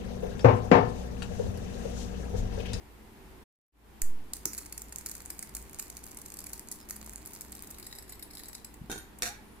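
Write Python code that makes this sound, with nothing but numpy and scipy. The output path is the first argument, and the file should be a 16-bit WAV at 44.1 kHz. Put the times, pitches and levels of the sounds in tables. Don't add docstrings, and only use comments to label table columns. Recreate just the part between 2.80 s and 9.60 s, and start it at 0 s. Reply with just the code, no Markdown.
import sys
import numpy as np
from scipy import signal
from scipy.fft import rfft, irfft, next_fast_len
from scipy.io import wavfile
from scipy.ndimage import map_coordinates

SR = 44100
rng = np.random.default_rng(int(sys.argv[2]) if len(sys.argv) > 2 else 0)


def transcribe(signal):
    frames = np.atleast_2d(signal).T
    limited = np.clip(frames, -1, 1)
    pcm = np.round(limited * 32767).astype(np.int16)
    wavfile.write(sys.argv[1], SR, pcm)


N = 299880
TIME = np.arange(N) / SR
HIT = TIME[:SR // 2]
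TOP_HZ = 16900


# start_s, snap_db, hiss_db, pitch_hz, tock_db (against the rest)
SPITS = [(1.2188, -25.5, -28.5, 9600.0, -18), (1.5355, -28.5, -32, 9600.0, -21),
         (1.559, -43, -56, 8700.0, -20), (1.5677, -49, -41.5, 9100.0, -18),
         (1.6562, -22.5, -29.5, 9700, -34), (1.6824, -48, -51, 10400.0, -17),
         (1.7338, -42.5, -35, 8400.0, -12), (1.7415, -48, -43, 10300, -16), (1.7491, -39, -44, 9200.0, -15),
         (1.7699, -46, -48, 9100.0, -24), (1.7796, -38, -36, 8900.0, -17), (1.7843, -38, -36, 9400, -29),
         (1.787, -46, -40, 8800.0, -21), (1.851, -53, -55, 8100.0, -24), (1.8599, -45, -51, 9200.0, -7.5),
         (1.8641, -42, -53, 8300.0, -13), (1.8975, -55, -59, 9000.0, -24), (1.9257, -37.5, -36, 7900, -10),
         (1.9792, -39, -34.5, 9500.0, -16), (1.9948, -49, -50, 8700.0, -18),
         (2.0198, -39.5, -39, 9900.0, -27), (2.0853, -55, -54, 7200, -24), (2.0938, -53, -52, 9100.0, -24),
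         (2.125, -59, -38, 8500.0, -6.5), (2.1306, -49, -54, 9700.0, -24), (2.1602, -34, -45, 9000.0, -14),
         (2.1853, -38, -51, 9400, -15), (2.191, -48, -45, 10800.0, -26), (2.211, -47, -46, 9600.0, -10),
         (2.2619, -36, -31.5, 8300, -13), (2.2692, -35, -47, 9100.0, -19), (2.2885, -42, -45, 9700, -21),
         (2.2963, -37, -46, 9600.0, -22), (2.3151, -37, -35, 8400.0, -20), (2.3522, -51, -38, 8400.0, -12),
         (2.3668, -49, -50, 9300.0, -24), (2.3806, -48, -51, 9200.0, -17), (2.4047, -48, -46, 8300.0, -7),
         (2.4206, -48.5, -49, 10500.0, -11), (2.453, -54, -47, 9400.0, -24),
         (2.4597, -41, -48, 9400.0, -16), (2.5035, -35.5, -34.5, 9100.0, -16),
         (2.5087, -42.5, -47, 9500, -12), (2.5825, -50, -59, 10000.0, -24), (2.5925, -38, -36.5, 9100, -15),
         (2.6275, -50, -34.5, 8600.0, -11), (2.635, -48, -51, 8400.0, -17),
         (2.6935, -52, -46.5, 8100.0, -10), (2.7511, -33.5, -34, 8600.0, -33),
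         (2.7679, -40, -35.5, 9600.0, -11), (2.8176, -50, -55, 8700.0, -19),
         (2.8256, -48, -49, 10800.0, -24), (2.8964, -53, -49, 10900.0, -10),
         (2.9115, -56, -57, 9900.0, -13), (2.9318, -45, -45, 9500.0, -13),
         (2.9457, -40.5, -51, 9500.0, -16), (2.9882, -43, -44, 7600.0, -16),
         (2.9948, -40, -42, 7700.0, -10), (2.9974, -31.5, -33, 7500, -11.5), (3.026, -37, -47, 9300, -24),
         (3.0698, -54, -56, 8800.0, -18), (3.0816, -49, -52, 8200.0, -24), (3.101, -41, -41, 7700.0, -15),
         (3.1696, -41.5, -41, 8400, -11), (3.1733, -46, -47, 10500.0, -24), (3.1795, -52, -53, 9700.0, -6),
         (3.2401, -58, -39.5, 8900, -21), (3.2572, -49, -63, 9800.0, -22), (3.2663, -43, -49, 9900.0, -16),
         (3.2763, -46, -60, 8600.0, -24), (3.296, -54, -58, 8700.0, -23), (3.312, -57, -46, 8700.0, -22),
         (3.3167, -45, -52, 9600.0, -26), (3.3313, -58, -57, 9000.0, -1), (3.3468, -49, -52, 9300.0, -16),
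         (3.3722, -50, -37.5, 8900.0, -13), (3.388, -46, -53, 9000.0, -24),
         (3.4168, -54, -40.5, 8100.0, -24), (3.4612, -49, -39.5, 8900.0, -12),
         (3.4841, -49, -55, 10200.0, -24), (3.503, -44, -59, 9900.0, -24), (3.5212, -44, -44, 9500.0, -9),
         (3.541, -43, -41, 9700.0, -24), (3.5706, -43, -47, 9700.0, -29), (3.59, -39.5, -37, 8000, -24),
         (3.605, -40, -46, 9500.0, -31), (3.642, -43, -40.5, 9800.0, -14), (3.6636, -51, -46, 9700.0, -12),
         (3.668, -48, -37.5, 8800, -10), (3.6915, -54, -48, 10600.0, -19), (3.696, -47, -47, 10100.0, -17),
         (3.7331, -38.5, -33.5, 8700.0, -17), (3.7795, -49, -46, 8900.0, -19),
         (3.7953, -39, -50, 9500.0, -15), (3.8869, -42, -48, 9700.0, -24),
         (3.9162, -51, -31.5, 10100.0, -32), (3.9239, -41, -36.5, 8360, -34),
         (3.957, -56, -51, 9400.0, -22), (4.0892, -42, -52, 8800.0, -24), (4.0982, -45, -36.5, 10200, -16),
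         (4.1087, -32.5, -34, 10100, -14), (4.1612, -53, -45, 9800.0, -21), (4.165, -41, -47, 9500.0, -16),
         (4.2455, -48, -59, 9600.0, -24), (4.2626, -49.5, -42.5, 9300.0, -24),
         (4.2955, -41, -51, 10100.0, -12), (4.3353, -52, -44, 10000.0, -11), (4.3591, -38, -51, 8500, -20),
         (4.381, -49, -53, 10500.0, -9), (4.4527, -54, -51, 9400.0, -20), (4.46, -39, -50, 9900.0, -24),
         (4.474, -50, -41, 10200.0, -24), (4.5082, -51, -50, 9500.0, -22), (4.535, -44, -45, 10200.0, -24),
         (4.5406, -57, -44, 9700.0, -29), (4.551, -44, -43, 9600.0, -27), (4.573, -52, -54, 10200.0, -20),
         (4.61, -34.5, -38, 9800, -23), (4.618, -45, -41, 9500.0, -24), (4.7215, -47, -39, 10600, -26),
         (4.7524, -46, -42.5, 10000.0, -21), (4.824, -39, -51, 9250, -17), (4.836, -58, -60, 10400.0, -16),
         (4.873, -55, -42, 10300, -25), (4.9053, -42.5, -45, 11400.0, -21), (4.911, -48, -39, 11100.0, -24),
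         (4.985, -50, -43, 12800.0, -3), (4.999, -42, -49, 11500.0, -13), (5.0673, -42, -43.5, 8450, -18),
         (5.0702, -46, -50, 10900.0, -20), (5.1252, -61, -58, 8700.0, -24),
         (5.1517, -49, -48, 10300.0, -24), (5.1597, -50, -50, 9600.0, -12),
         (5.1863, -41, -40.5, 9700.0, -14), (5.225, -43, -43, 11800.0, -16), (5.2946, -51, -38, 10300, -14),
         (5.3228, -47, -36.5, 11700.0, -11), (5.395, -46, -40.5, 10700.0, -9.5),
         (5.4261, -34.5, -34.5, 9700, -16), (5.5094, -45, -44, 8900.0, -11),
         (5.5348, -50, -43, 8000.0, -16), (5.552, -44, -40, 8140, -22), (5.5814, -50, -41, 8700, -24),
         (5.658, -50, -45, 7800.0, -18), (5.6849, -52, -38, 10400.0, -20), (5.751, -48, -37, 7240, -10),
         (5.8473, -40, -37.5, 8500, -10.5), (5.9416, -58, -46.5, 10800, -13),
         (6.388, -55, -44.5, 12400.0, -19)]
def spits():
    snap_at_s = 0.0027
    out = np.zeros((2, N))
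    for start_s, snap_db, hiss_db, pitch_hz, tock_db in SPITS:
        add(out, start_s - snap_at_s, pop(snap_db, hiss_db, pitch_hz, tock_db, snap_at_s))
    return out


def pop(snap_db, hiss_db, pitch_hz, tock_db, snap_at_s):
    t = HIT[:SR // 40]
    age = np.maximum(t - snap_at_s, 0)
    low_cut = signal.butter(3, min(0.51 * pitch_hz, SR / 3), "high", fs=SR)
    high_cut = signal.butter(2, min(1.67 * pitch_hz, TOP_HZ), fs=SR)
    tock_band = signal.butter(2, [1370, 2900], "band", fs=SR)

    def decay(t60_s):
        return (age > 0) * amp(-60 * age / t60_s)

    def voiced(noise, body_db=-13.5):
        crack = signal.lfilter(*high_cut, signal.lfilter(*low_cut, noise))
        tock = burst(signal.lfilter(*tock_band, noise))
        return burst(crack + amp(body_db) * noise) + amp(tock_db) * tock

    snap = voiced(decay(t60_s=0.0013) * rng.standard_normal(len(t)))
    ring_hz = pitch_hz * np.exp(0.26 * rng.standard_normal((3, 1)))
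    tiny_ring = burst(decay(t60_s=0.0015) * np.sin(2 * np.pi * ring_hz * age).sum(0))
    hiss_envelope = t ** 2 * np.exp(-t / 0.0014)
    centre, *sides = hiss_envelope * rng.standard_normal((3, len(t)))
    hiss = np.array([voiced(centre + side) for side in sides])
    return amp(snap_db) * (snap + amp(-8) * tiny_ring) + amp(hiss_db) * hiss


# time_s, relative_level_db
SIZZLE = [(1.5, -86), (1.6, -83), (1.73, -59), (1.82, -65), (2.02, -91), (2.41, -65.5), (2.82, -70.5),
          (3.26, -69.5), (3.6, -67), (3.97, -67), (4.6, -63.5), (5.27, -62.5), (5.335, -61), (5.39, -87),
          (5.53, -67), (5.59, -55), (5.65, -63), (5.76, -62), (5.82, -88), (6.05, -80)]
def sputter(ticks_per_s=140, spread_db=7.5, hiss_db=-19, t60_s=0.0035, flutter_db=1.5):
    sizes = amp(spread_db * np.minimum(rng.standard_normal(N), 1.7))
    fires = rng.random(N) < ticks_per_s / SR
    power = signal.oaconvolve(fires * sizes ** 2, amp(-120 * HIT[:SR // 50] / t60_s))[:N]
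    ticks = unit(np.sqrt(np.abs(power)) * rng.standard_normal(N))
    dying_db = 90 * np.maximum(TIME - SIZZLE[-1][0], 0)
    level = (TIME > SIZZLE[0][0]) * amp(curve(SIZZLE) - dying_db + flutter_db * wobble(15))
    return level * (ticks + amp(hiss_db) * rng.standard_normal((2, N)))


def puff(start_s=1.6567, level_db=-36.5, t60_s=0.054):
    out = np.zeros(N)
    add(out, start_s, amp(level_db - 60 * HIT / t60_s) * rng.standard_normal(len(HIT)))
    dark_eq = [(60, -2), (150, 2), (350, 12), (600, -12), (1600, -7), (3000, -39), (8000, -58)]
    return coloured(out, dark_eq)


# freq_hz, gain_db
FLAME_EQ_LEFT = [(200, -7), (1200, -0.5), (2400, -14), (3300, -15), (4500, -0.5), (5700, -10), (7300, -4),
                 (10200, 3.5), (12700, -4), (13900, 0), (15500, -7), (16800, -32.5)]
FLAME_EQ_RIGHT = [(200, -1), (1300, -1), (2300, 3), (3200, -7), (4500, 2.5), (5500, 1), (7000, 7),
                  (8300, 7), (10400, -5), (11600, 3), (13200, -2.5), (14300, 0.5), (15500, -12),
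                  (16800, -41.5)]
# time_s, share_0_to_1
COVER = [(4.4, 0), (4.9, 0.14), (5.2, 0.97), (5.5, 1), (6, 0.17)]
def wick():
    fizz = amp(10) * sputter()
    left, right = spits() + fizz
    bare = amp([[-2], [-1.3]]) * np.array([coloured(left, FLAME_EQ_LEFT), coloured(right, FLAME_EQ_RIGHT)])
    covered = amp(-8) * np.array([inside_glass(left), inside_glass(right)])
    cover = curve(COVER)
    direct = np.sqrt(1 - cover) * bare + np.sqrt(cover) * covered + puff()
    direct[1] = np.roll(direct[1], -3)
    return direct + amp(-7.5) * reverb(direct, early_db=-3)


# freq_hz, gain_db
HOLLOW_EQ = [(300, -32), (1400, -12), (1900, 7), (2700, -6), (3200, -15), (3750, 10.5), (4100, 9),
             (4450, 5), (4750, 7), (5100, 7), (5800, 2), (6400, -13), (7200, 3), (7900, 4.5), (8450, 7),
             (9450, -8), (9900, 1), (10700, 1), (11700, -5), (12300, 9), (13000, -11), (14200, 9),
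             (15500, -35)]
# pitch_hz, width_hz, level_db
CAVITY = [(1690, 150, -2), (3970, 140, 5), (4405, 55, 3), (5060, 90, 5), (6869, 30, -1), (6910, 35, -2),
          (7660, 50, 2), (7860, 27, -6), (7950, 33, 8), (8400, 35, 1), (9388, 23, 1), (9970, 40, -6),
          (10185, 35, 3), (10420, 60, 1), (10400, 45, 5), (11100, 45, 4), (11700, 45, 5), (12170, 40, -10),
          (12600, 35, 5), (13566, 42, -3), (14600, 50, 3)]
def inside_glass(x, t60_s=0.018):
    block = SR // 12
    diffuse, ringing = np.zeros((2, N))
    for start in range(round(COVER[0][0] * SR), N, block):
        part = x[start:start + block]
        bounces = amp(-60 * HIT[:block] / t60_s) * rng.standard_normal(block)
        bounces[0] += amp(-3) * np.linalg.norm(bounces)
        add(diffuse, start / SR, signal.fftconvolve(part, bounces / np.linalg.norm(bounces)))
        add(ringing, start / SR, signal.fftconvolve(part, resonances(CAVITY, scatter_db=4)))
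    return coloured(diffuse, HOLLOW_EQ) + amp(3) * ringing


# start_s, thud_db, clink_db, bright_db_per_octave, slide_db
CONTACTS = [(6.098, -41, -40, 1.5, -40), (6.1013, -50, -42, -6, -57), (6.1151, -47, -38, 3, -41),
            (6.126, -44, -41, -0.5, -39), (6.132, -55, -51, -8, -45), (6.1433, -51, -52, -5, -52),
            (6.159, -45.5, -44, -5.5, -49), (6.178, -57, -44, 2, -46.5), (6.422, -48.5, -43, 13, -24),
            (6.4319, -64, -49, 8, -27), (6.438, -50, -42, -3, -32), (6.456, -55, -48, 10, -31.5),
            (6.465, -56, -53, 2, -32.5), (6.474, -64, -58, 7, -34), (6.486, -67, -54, 0, -40)]
# pitch_hz, level_db, t60_s
GLASS_MODES = [(774, -3.5, 0.23), (937, -9, .12), (1442, 5, 0.11), (1540, 6, 0.13), (1610, 7, 0.1),
               (1830, -9, 1), (2260, -6, .12), (2830, -5, 0.061), (3150, -1, 0.11), (3686, 3.5, 0.17),
               (3950, -5, .1), (4420, -6, 0.32), (5150, -12, 0.23), (6230, -6, 0.21), (6350, -5, .25),
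               (7020, -2, 0.35), (7540, -12, 0.27), (7910, -15, .13), (8400, -13, .2), (9100, 2, 0.23),
               (9600, 1, 0.12), (10000, -16, 0.4), (10600, -3, 0.13), (11700, -1, 0.16), (12400, -10, .25),
               (12800, -18, 0.19), (13800, -9, 0.095), (14800, -9, 0.09)]
PLATE_MODES = [(494, 4.5, 0.15), (714, 1, 0.24), (1436, 13, 0.062), (1600, -1, 0.15), (1710, 0, 0.15),
               (1980, -3, 0.17), (2270, 1, 0.17), (2660, 0, 0.1), (3780, -5, 0.2), (4220, -2, 0.2),
               (4550, 2, 0.18), (5630, 1, 0.11), (5900, 6, 0.13), (6060, -8, .2), (6620, -4, 0.2),
               (6950, 2, 0.14), (7600, 2, .19), (8160, 0, .15), (9700, -8, 0.2), (12400, -6, 0.21)]
TABLE_MODES = [(59, -16, 0.54), (111.6, -13.5, 0.16), (234.4, -5, 0.12), (315, -7.5, 0.11), (407, 3, 0.034),
               (740, 2, 0.0094)]
def glass_on_plate(scrape_t60_s=0.06, grip_db_per_s=15):
    rings, scrapes, thuds = np.zeros((2, N)), np.zeros((2, N)), np.zeros(N)
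    thud = sum(amp(db - 60 * HIT / t60) * np.sin(2 * np.pi * hz * HIT) for hz, db, t60 in TABLE_MODES)
    for start_s, thud_db, clink_db, bright_db, slide_db in CONTACTS:
        for side in rings:
            clink = ring(GLASS_MODES, scatter_db=6.5, detune=0.0089, bright_db=bright_db)
            add(side, start_s, amp(clink_db - grip_db_per_s * HIT) * clink)
            add(side, start_s, amp(slide_db - 11) * ring(PLATE_MODES, scatter_db=1.5, detune=0.0073))
        scrape_envelope = amp(slide_db - 60 * HIT / scrape_t60_s)
        add(scrapes, start_s, scrape_envelope * rng.standard_normal((2, len(HIT))))
        add(thuds, start_s, amp(thud_db + 6) * thud)
    direct = amp([[-1], [1]]) * (rings + grating(scrapes)) + thuds + gulps()
    return direct + amp(-7.5) * reverb(direct, early_db=-1.5)


def ring(modes, scatter_db, detune, bright_db=0):
    hz, db, t60 = np.transpose(np.repeat(modes, 3, axis=0))[:, :, None]
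    hz = hz * (1 + detune * rng.standard_normal(hz.shape))
    gain = amp(db + bright_db * np.log2(hz) + scatter_db * rng.standard_normal(hz.shape))
    gain *= rng.choice([-1, 1], hz.shape)
    partials = gain * amp(-60 * HIT / t60) * np.sin(2 * np.pi * hz * HIT)
    return partials.sum(0) / np.sqrt(np.sum(gain ** 2) / 2)


# freq_hz, gain_db
SCRAPE_EQ = [(200, -8), (700, -13), (1050, 1), (1700, 5), (2650, 6), (3100, -7), (3700, 6), (5000, 1.5),
             (5850, 7.5), (6300, -6), (6800, 7), (10000, -0.5), (14600, -5), (15500, -61)]
# pitch_hz, width_hz, level_db
CLANK = [(484, 30, -4), (1690, 60, 2), (1980, 36, -7), (2280, 69, -14), (3670, 49, -4), (4300, 50, -6.5),
         (4540, 46, -3), (5360, 37, -5), (5870, 73, 2.5), (6030, 45, 1), (6670, 54, 4), (6850, 53, -1),
         (7160, 49, -2), (7470, 58, -6), (7690, 45, -3), (8410, 40, 0), (9600, 97, 3.5), (11800, 53, -12),
         (13600, 70, -14)]
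def grating(scrapes):
    chatter = unit(amp(6 * wobble(500)))
    sides = []
    for rub in chatter * scrapes:
        clank = signal.oaconvolve(rub, resonances(CLANK))[:N]
        sides.append(coloured(rub, SCRAPE_EQ) + amp(-3) * clank)
    return amp(-2) * np.array(sides)


# start_s, length_s, start_hz, end_hz, level_db
GULPS = [(6.011, 0.013, 76.5, 206, -33), (6.037, 0.014, 129, 242, -41), (6.44, 0.062, 630, 746, -44.5),
         (6.468, 0.079, 778, 860, -48.5), (6.575, 0.033, 810, 910, -56)]
def gulps():
    out = np.zeros(N)
    for start_s, length_s, start_hz, end_hz, level_db in GULPS:
        hz = np.linspace(start_hz, end_hz, round(length_s * SR))
        add(out, start_s, amp(level_db) * np.hanning(len(hz)) * np.sin(2 * np.pi * np.cumsum(hz) / SR))
    return out


# start_s, length_s, start_hz, end_hz, level_db, roughness_rad
SQUEAKS = [(3.985, .075, 5290, 5090, -61, 1.7), (6.57, .3, 9860, 9800, -69, 1.5)]
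def squeaks():
    out = np.zeros(N)
    for start_s, length_s, start_hz, end_hz, level_db, roughness_rad in SQUEAKS:
        progress = np.clip((TIME - start_s) / length_s, 0, 1)
        phase = 2 * np.pi * np.cumsum(start_hz + (end_hz - start_hz) * progress) / SR
        envelope = np.sin(np.pi * progress) * amp(level_db + 3 * wobble(90))
        out += envelope * np.sin(phase + roughness_rad * wobble(250))
    return out


def slow_swell(rise_s=0.018, fall_s=0.15):
    age = np.maximum(TIME - SPITS[0][0], 0)
    return amp([[-20.5], [-19]]) * (1 - np.exp(-age / rise_s)) * np.exp(-(age / fall_s) ** 2)


# freq_hz, t60_s
ROOM_DECAY = [(200, 0.14), (2000, 0.45), (8000, 0.25), (15000, 0.33)]
def reverb(x, early_db, first_wall_s=0.016):
    out, block = np.zeros((2, N)), SR // 4
    for start in range(0, N, block):
        hz, t, spectrum = signal.stft(rng.standard_normal((2, SR // 3)), SR, nperseg=256)
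        decay = amp(-60 * t / along(ROOM_DECAY, hz)[:, None])
        tail = signal.istft(spectrum * decay, SR, nperseg=256)[1]
        tail *= np.where(HIT[:tail.shape[1]] < first_wall_s, amp(early_db), 1)
        tail /= np.linalg.norm(tail[0])
        add(out, start / SR, signal.fftconvolve(x[:, start:start + block], tail, axes=1))
    return out


# freq_hz, gain_db
AIR_EQ = [(20, -4.5), (40, 1.5), (57, -5), (80, -3), (150, -7), (215, -5.5), (410, -8), (560, -16.5),
          (900, -11.5), (1250, -18), (2000, -19), (3200, -24.5), (6000, -30.5), (14500, -28.5),
          (16500, -61)]
# freq_hz, left_right_correlation
AIR_IMAGE = [(50, 0.33), (250, 0.81), (600, 0.27), (2000, 0.016), (8000, 0.038)]
def room_tone(level_db=-53.5):
    def mid_side_gains(hz):
        angle = np.arccos(np.clip(along(AIR_IMAGE, hz), -1, 1)) / 2
        return amp(along(AIR_EQ, hz)) * [np.cos(angle), np.sin(angle)]

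    mid, side = filtered(rng.standard_normal((2, N)), mid_side_gains)
    return amp(level_db + 0.37 * wobble(2.02)) * unit(np.array([mid + side, mid - side]))


# pitch_hz, relative_level_db
HUM_LINES = [(57.8, -56.5), (215.3, -63.5), (301.5, -65.5), (382, -70)]
def hum():
    out = np.zeros(N)
    for hz, db in HUM_LINES:
        flicker_db = 4.1 * wobble(6.4)
        swell_db = (hz == HUM_LINES[0][0]) * 1.3 * wobble(2.01)
        phase = 2 * np.pi * hz * TIME + np.sqrt(hz / 70) * wobble(10)
        out += amp(db - 3.5 + flicker_db + swell_db) * np.sqrt(2) * np.sin(phase)
    return out


def resonances(modes, scatter_db=1.0):
    t = HIT[:SR // 12]
    mix = amp(scatter_db * rng.standard_normal(len(modes))) * rng.choice([-1, 1], len(modes))
    answer = sum(gain * amp(db) * width * np.exp(-np.pi * width * t) * np.cos(2 * np.pi * hz * t)
                 for gain, (hz, width, db) in zip(mix, modes))
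    return answer / np.linalg.norm(answer)


def coloured(x, eq, size=1024):
    cepstrum = irfft(np.log(amp(along(eq, np.fft.rfftfreq(size, 1 / SR)))))
    cepstrum[1:size // 2] *= 2
    cepstrum[size // 2 + 1:] = 0
    kernel = irfft(np.exp(rfft(cepstrum)))
    return signal.oaconvolve(x, kernel / np.linalg.norm(kernel))[:N]


def filtered(x, response):
    size = next_fast_len(N + SR // 2)
    return irfft(rfft(x, size) * response(np.fft.rfftfreq(size, 1 / SR)), size)[..., :N]


def amp(db):
    return 10 ** (np.asarray(db) / 20)


def unit(x):
    return x / np.sqrt(np.mean(x ** 2) + 1e-20)


def burst(x, size=132):
    return x * np.sqrt(size / (np.sum(x ** 2) + 1e-20))


def along(points, hz):
    freqs, values = np.transpose(points)
    return np.interp(np.log(hz + 1), np.log(freqs), values)


def curve(rows):
    return np.interp(TIME, *np.transpose(rows))


def wobble(rate):
    return map_coordinates(rng.standard_normal(int(N * rate / SR) + 4), [TIME * rate])


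def add(track, start_s, x):
    part = track[..., round(start_s * SR):][..., :x.shape[-1]]
    part += x[..., :part.shape[-1]]


def scene():
    return wick() + glass_on_plate() + squeaks() + slow_swell() + room_tone() + hum()


def record(dry, ceiling=0.46):
    rounded = dry / (1 + np.abs(dry / ceiling) ** 3) ** (1 / 3)
    mute_s, return_s, fade_in_s, floor = 0.6406, 0.92, 0.23, amp(-55.5)
    dropout = np.interp(TIME, [mute_s - 0.01, mute_s, return_s, return_s + fade_in_s], [1, floor, floor, 1])
    return filtered(rounded * dropout, lambda hz: hz < TOP_HZ)


dry = scene()
out = record(dry)
transcribe(out)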